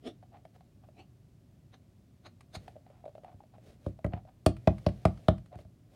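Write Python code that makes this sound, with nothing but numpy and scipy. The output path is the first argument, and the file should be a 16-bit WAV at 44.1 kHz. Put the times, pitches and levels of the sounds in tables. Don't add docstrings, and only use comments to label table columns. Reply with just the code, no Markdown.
import sys
import numpy as np
from scipy import signal
from scipy.fft import rfft, irfft
from scipy.io import wavfile
from scipy.ndimage import uniform_filter1d, map_coordinates

SR = 44100
rng = np.random.default_rng(int(sys.argv[2]) if len(sys.argv) > 2 else 0)


def put_to_file(sound):
    columns = np.atleast_2d(sound).T
    safe = np.clip(columns, -1, 1)
    whole_steps = np.round(safe * 32767)
    wavfile.write(sys.argv[1], SR, whole_steps.astype(np.int16))


N = 262395
TIME = np.arange(N) / SR
AGE = np.arange(16384) / SR

# start_s, force_db, clack_trim_db, slap_trim_db, crack_trim_db, spot_hz, cavity_hz, slap_hz
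KNOCKS = [(2.563, -32, 3, -2, 11, 187, 720, 4400), (3.341, -45, -3, -10, -2, 232, 590, 2780),
          (3.863, -18, 1.5, -5.5, 3, 266, 563, 3250), (4.044, -14, 8.5, -7.5, 3.5, 182, 598, 2520),
          (4.062, -22.5, 1, -1, 8, 328, 635, 3050), (4.134, -21, 11.5, 8.5, -3, 200, 700, 2740),
          (4.462, -2.5, 2, 4.5, 18.5, 279, 673, 2570), (4.673, -1, 2, -1.5, -7, 231, 656, 2420),
          (4.864, -6.5, -0.5, 4, 1, 216, 633, 4740), (5.052, -3, 6, 0, 8, 178, 667, 2350),
          (5.283, -1.5, 2.5, 1.5, 1.5, 212, 627, 3285), (5.555, -34.5, 7, 11, 21, 204, 724, 2420),
          (5.649, -42, 11, 10, 10, 187, 649, 4760)]
# crest_s, squeeze_db, flutter_db, rasp_db, cavity_hz, slit_hz, half_length_s
PUFFS = [(0.075, -3.5, -36.5, -50.5, 670, 3340, 0.017), (0.998, -11, -57.5, -67, 730, 2645, 0.018),
         (1.742, -15, -79, -58.5, 740, 3790, 0.009), (2.264, -8.5, -75, -51.5, 686, 4000, 0.0097),
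         (2.555, 0.5, -78, -46, 692, 4050, 0.0096)]
# crest_s, pressure_db, half_length_s
RUBS = [(0.355, -3, 0.025), (0.558, -13, 0.013), (0.841, -9.5, 0.013), (2.943, -15, 0.11),
        (3.288, -6, 0.042), (3.551, -7.5, 0.016), (4.154, 0, 0.035), (4.284, -4, 0.012), (5.544, -2, 0.018)]
# start_s, level_db, cavity_hz, tick_db (re level_db)
TAPS = [(0.227, -59.5, 685, -15), (0.234, -62, 746, -15), (0.452, -53, 680, -13.5), (0.608, -63, 736, -11),
        (0.887, -60, 634, -17), (2.68, -49.5, 733, -8), (2.756, -57, 606, -27), (2.764, -51.5, 604, -24),
        (2.865, -59, 730, -15), (3.041, -51, 680, -36), (3.055, -55.5, 700, -14), (3.06, -44.5, 622, -28),
        (3.079, -49, 637, -22.5), (3.152, -50.5, 632, -19.5), (3.18, -51.5, 633, -20),
        (3.246, -50.5, 745, -16.5), (3.404, -56.5, 826, -22), (3.99, -54, 670, -17.5),
        (4.251, -58, 646, -22), (5.528, -53, 616, -18), (5.589, -55, 613, -11.5)]
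# start_s, tick_db, crack_db
PEELS = [(2.408, -62, -70.5), (4.567, -61.5, -74), (4.783, -60.5, -72), (4.888, -55.5, -72),
         (5.175, -65.5, -80), (5.381, -64, -75), (5.46, -69, -79)]
# crest_s, half_length_s, gain_db
SLIDES = [(0.557, 0.017, -66.5), (2.65, 0.096, -65), (3.688, 0.059, -61), (3.866, 0.055, -64),
          (4.82, 0.29, -65), (4.99, 0.15, -78.5), (5.23, 0.18, -66), (5.60, 0.03, -62), (5.945, 0.041, -66)]

KNOCK_DYNAMICS = {"boom": (-19, 0.69), "panel": (-20, 0.92), "cavity": (-19.5, 1.03),
                  "clack": (-32.5, 1.29), "slap": (-40, 1.39), "crack": (-53.5, 1.3)}
PUFF_DYNAMICS = {"cavity": (-44, 0.75), "whistle": (-48, 1), "upper": (-56.5, 1.0), "hiss": (-54.5, 2.5)}
RUB_DYNAMICS = {"cavity": (-48.5, 1.32), "rasp": (-63, 0.89)}

# pitch_hz, level_db, t60_s, polarity
DESK_MODES = [(51.8, -11.5, 0.33, 1), (61.4, 0, 0.26, 1), (72.5, -2.5, 0.14, -1), (97.3, 10.5, 0.18, -1),
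              (119, 4, 0.19, -1), (134.6, -18.5, 0.52, 1)]
PANEL_MODES = [(141.1, -8.5, 0.074, 1), (184.3, 2, 0.069, 1), (206, -4, 0.082, 1), (250, -9.5, 0.04, 1),
               (290.2, -6.5, 0.095, -1), (327.4, -9, 0.2, -1), (356.5, 0, 0.081, -1), (437, -11, 0.052, -1)]
# pitch_ratio, level_db, t60_s, polarity
CAVITY_MODES = [(.82, -15, 0.037, 1), (.96, 3.5, 0.031, 1), (1.08, -5, 0.024, -1), (1.22, -1.5, 0.01, -1)]
# pitch_ratio, level_db
SLIT_MODES = [(1.6, 7.5), (2.18, -5), (2.78, -9)]

# frequency_hz, gain_db
SLAP_EQ = [(1800, -39), (2500, 1.5), (3300, 0), (4300, -1), (5100, -9), (5700, -11), (8000, -29.5)]
CRACK_EQ = [(3000, -17.5), (4200, -1.5), (5100, -2), (6000, -11.5), (7000, -2.5), (7500, -13.5), (8400, -2),
            (10800, -9.5), (11800, -16.5), (15000, -19.5), (16000, -32)]
CLACK_EQ = [(600, -5.5), (880, -5), (1050, 2), (1330, -0.5), (1620, -11.5), (1900, -9.5), (2400, -16.5),
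            (3500, -46.5)]
RASP_EQ = [(700, 1), (1200, 7), (1650, 1), (2200, 1), (3000, -4), (4200, -9), (5500, -20.5), (8000, -47)]
SCUFF_EQ = [(200, 15), (450, 15), (680, 16.5), (950, -1), (2000, 0), (4000, -3.5), (7500, -10.5),
            (9500, -10.5), (12500, -16), (15500, -18)]
RUMBLE_EQ = [(18, -55), (30, -20), (66, -14.5), (123, -7), (144, -13), (213, -16.5), (389, -26.5),
             (492, -36), (546, -30), (728, -35), (830, -41), (1510, -46), (2990, -48), (5040, -50),
             (15500, -57)]
# frequency_hz, gain_db, t60_s
ROOM_BANDS = [(59.2, -25.5, 0.19), (150, 2.5, 0.32), (350, 8.5, 0.096), (700, -1, 0.18), (1380, -4.5, 0.17),
              (3480, -0.5, 0.17), (8000, 2.5, 0.12), (15000, -8, 0.028)]

LANDING_S, CRACK_RISE_S = 0.0011, 0.0014
SPOT_DB, SPOT_WIDTH = 7.5, 0.23
SLIT_Q, SLIT_BEND, SLIT_BEND_S = 4.9, 0.056, 0.016
TURNING_S, TOUCHES_PER_S, TOUCH_JITTER_S = (2.9, 3.8), 6, 0.025
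TOUCH_DB, TOUCH_SPREAD_DB, TOUCH_HZ, TOUCH_TICK_DB = -59.5, 1.5, 635, -16.5
TAP_CRACK_DB = -14.5
ECHO_DB, RUMBLE_DB = -17, -59
LOW_CUT_HZ, HIGH_CUT_HZ = 40, 15900


def knocks():
    out = np.zeros(N)
    for s, force_db, clack_db, slap_db, crack_db, spot_hz, cavity_hz, slap_hz in KNOCKS:
        db = layer_levels(KNOCK_DYNAMICS, force_db)
        add(out, s, burst(push(ring(DESK_MODES), 0.0028), db["boom"]))
        panel = [(hz, mode_db + SPOT_DB * np.exp(-(np.log(hz / spot_hz) / SPOT_WIDTH) ** 2), t60, sign)
                 for hz, mode_db, t60, sign in PANEL_MODES]
        add(out, s + 0.0012, burst(push(ring(panel), 0.00064), db["panel"]))
        dented = [(ratio * (1 + 0.016 * rng.standard_normal()), *rest) for ratio, *rest in CAVITY_MODES]
        add(out, s + 0.0012, burst(push(ring(dented, cavity_hz), 0.00096), db["cavity"]))
        skin = smack(SLAP_EQ, LANDING_S, t60=0.026)
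        slap = skin + 3 * resonate(skin, slap_hz, q=9.1)
        clack = smack(CLACK_EQ, LANDING_S, t60=0.025)
        crack = smack(CRACK_EQ, CRACK_RISE_S, t60=0.025)
        add(out, s - 0.0004, burst(slap, db["slap"] + slap_db))
        add(out, s, burst(clack, db["clack"] + clack_db))
        add(out, s - 0.0004, burst(crack, db["crack"] + crack_db))
    return out


def puffs():
    out, t = np.zeros(N), AGE - AGE[-1] / 2
    glide = np.cumsum(1 + SLIT_BEND * np.tanh(t / SLIT_BEND_S))
    for s, squeeze_db, flutter_db, rasp_db, cavity_hz, slit_hz, half_s in PUFFS:
        db = layer_levels(PUFF_DYNAMICS, squeeze_db)
        chop = np.repeat(rng.standard_normal(len(t)), 64)[:len(t)]
        air = rng.standard_normal(len(t)) * undb(1.23 * chop)
        whistle = resonate(resonate(air, slit_hz, SLIT_Q), slit_hz, SLIT_Q)
        upper = sum(undb(mode_db) * resonate(air, ratio * slit_hz, q=48) for ratio, mode_db in SLIT_MODES)
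        slit = level(whistle, db["whistle"]) + level(upper, db["upper"])
        rising = map_coordinates(slit, [glide], order=3)
        flutter = level(resonate(resonate(air, 295, q=2.0), 344, q=1.5), flutter_db)
        hollow = level(signal.fftconvolve(air, ring(CAVITY_MODES, cavity_hz))[:len(t)], db["cavity"])
        wet_rasp = level(eq(air, RASP_EQ), rasp_db)
        hiss = level(eq(air, CRACK_EQ), db["hiss"])
        swell = np.exp(-np.abs(t / half_s) ** 1.13)
        add(out, s + t[0], swell * (flutter + hollow + wet_rasp + hiss + rising))
    return out


def rubs():
    out, grains = np.zeros(N), stick_slip(per_s=1500, spread_db=2.7)
    cavity = level(signal.fftconvolve(grains, ring(CAVITY_MODES, pitch=736))[:N], 0)
    rasp = level(eq(grains, RASP_EQ), 0)
    for s, pressure_db, half_s in RUBS:
        db = layer_levels(RUB_DYNAMICS, pressure_db)
        swell = np.exp(-((TIME - s) / half_s) ** 2)
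        out += swell * (undb(db["cavity"]) * cavity + undb(db["rasp"]) * rasp)
    return out


def taps():
    out = np.zeros(N)
    for s, db, cavity_hz, tick_db in TAPS + turning_touches():
        add(out, s, burst(push(ring(CAVITY_MODES, cavity_hz), 0.00054), db))
        add(out, s - 0.0008, tick(db + tick_db, db + tick_db + TAP_CRACK_DB))
    return out


def turning_touches():
    times = np.arange(*TURNING_S, 1 / TOUCHES_PER_S)
    chance = rng.standard_normal((len(times), 3))
    return [(s + TOUCH_JITTER_S * late, TOUCH_DB + TOUCH_SPREAD_DB * firm,
             TOUCH_HZ * (1 + 0.066 * dent), TOUCH_TICK_DB)
            for s, (late, firm, dent) in zip(times, chance)]


def peels():
    out = np.zeros(N)
    for s, tick_db, crack_db in PEELS:
        add(out, s - 0.0007, tick(tick_db, crack_db))
    return out


def slides():
    pressure = sum(undb(db) * np.exp(-((TIME - s) / half_s) ** 2) for s, half_s, db in SLIDES)
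    scuff = eq(stick_slip(per_s=9000, spread_db=0.92), SCUFF_EQ)
    return pressure * level(scuff, 1.7)


def room_echo(x, wet_db):
    noise, tail = rng.standard_normal(len(AGE)), 0
    log_hz = np.log(np.maximum(np.fft.rfftfreq(len(AGE), 1 / SR), 1))
    centres = np.log([hz for hz, _, _ in ROOM_BANDS])
    for (_, db, t60), band in zip(ROOM_BANDS, np.eye(len(ROOM_BANDS))):
        crossfade = np.interp(log_hz, centres, band)
        tail += undb(db) * fade(t60) * irfft(rfft(noise) * crossfade, len(AGE))
    tail *= 1 - np.exp(-(AGE / 0.007) ** 2)
    return signal.fftconvolve(x, tail * undb(wet_db) / np.linalg.norm(tail))[:N]


def room_rumble():
    return level(eq(rng.standard_normal(N), RUMBLE_EQ), RUMBLE_DB)


def ring(modes, pitch=1):
    return sum(np.sign(polarity) * undb(db) * fade(t60) * np.sin(2 * np.pi * mode * pitch * AGE)
               for mode, db, t60, polarity in modes)


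def push(x, contact_s):
    progress = np.minimum(AGE / contact_s, 1)
    return signal.fftconvolve(x, np.sin(np.pi * progress) ** 2)[:len(x)]


def smack(curve, rise_s, t60):
    attack = 1 - np.exp(-(AGE / rise_s) ** 2)
    return eq(rng.standard_normal(len(AGE)), curve) * fade(t60) * attack


def tick(tick_db, crack_db):
    snap = burst(smack(RASP_EQ, 0.00037, t60=0.03), tick_db)
    return snap + burst(smack(CRACK_EQ, 0.0008, t60=0.034), crack_db)


def stick_slip(per_s, spread_db):
    clicks = (rng.random(N) < per_s / SR) * rng.standard_normal(N)
    return clicks * undb(spread_db * rng.standard_normal(N))


def layer_levels(dynamics, force_db):
    return {name: full_db + growth * force_db for name, (full_db, growth) in dynamics.items()}


def resonate(x, hz, q):
    return signal.lfilter(*signal.iirpeak(min(hz, SR / 3), q, SR), x)


def eq(x, curve):
    hz, db = np.transpose(curve)
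    bins_hz = np.maximum(np.fft.rfftfreq(len(x), 1 / SR), 1)
    gain = undb(np.interp(np.log(bins_hz), np.log(hz), db))
    return irfft(rfft(x) * gain, len(x))


def fade(t60):
    return np.exp(-np.log(1000) * AGE / t60)


def level(x, db):
    return x * undb(db) / np.std(x)


def burst(x, db):
    power = uniform_filter1d(x * x, size=882, mode="constant")
    return x * undb(db) / np.sqrt(power.max())


def undb(db):
    return 10 ** (np.asarray(db) / 20)


def add(out, start_s, x):
    i = int(start_s * SR)
    x, i = x[max(-i, 0):], max(i, 0)
    out[i:i + len(x)] += x[:len(out[i:])]


def scene():
    rumble = room_rumble()
    toy = knocks() + peels() + rubs() + puffs() + slides() + taps()
    return (toy + room_echo(toy, ECHO_DB) + rumble)[None]


def record(dry):
    low_cut = signal.butter(6, LOW_CUT_HZ, "high", fs=SR, output="sos")
    high_cut = signal.ellip(10, 0.2, 80, HIGH_CUT_HZ, fs=SR, output="sos")
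    return signal.sosfilt(high_cut, signal.sosfilt(low_cut, dry))


dry = scene()
out = record(dry)
put_to_file(out)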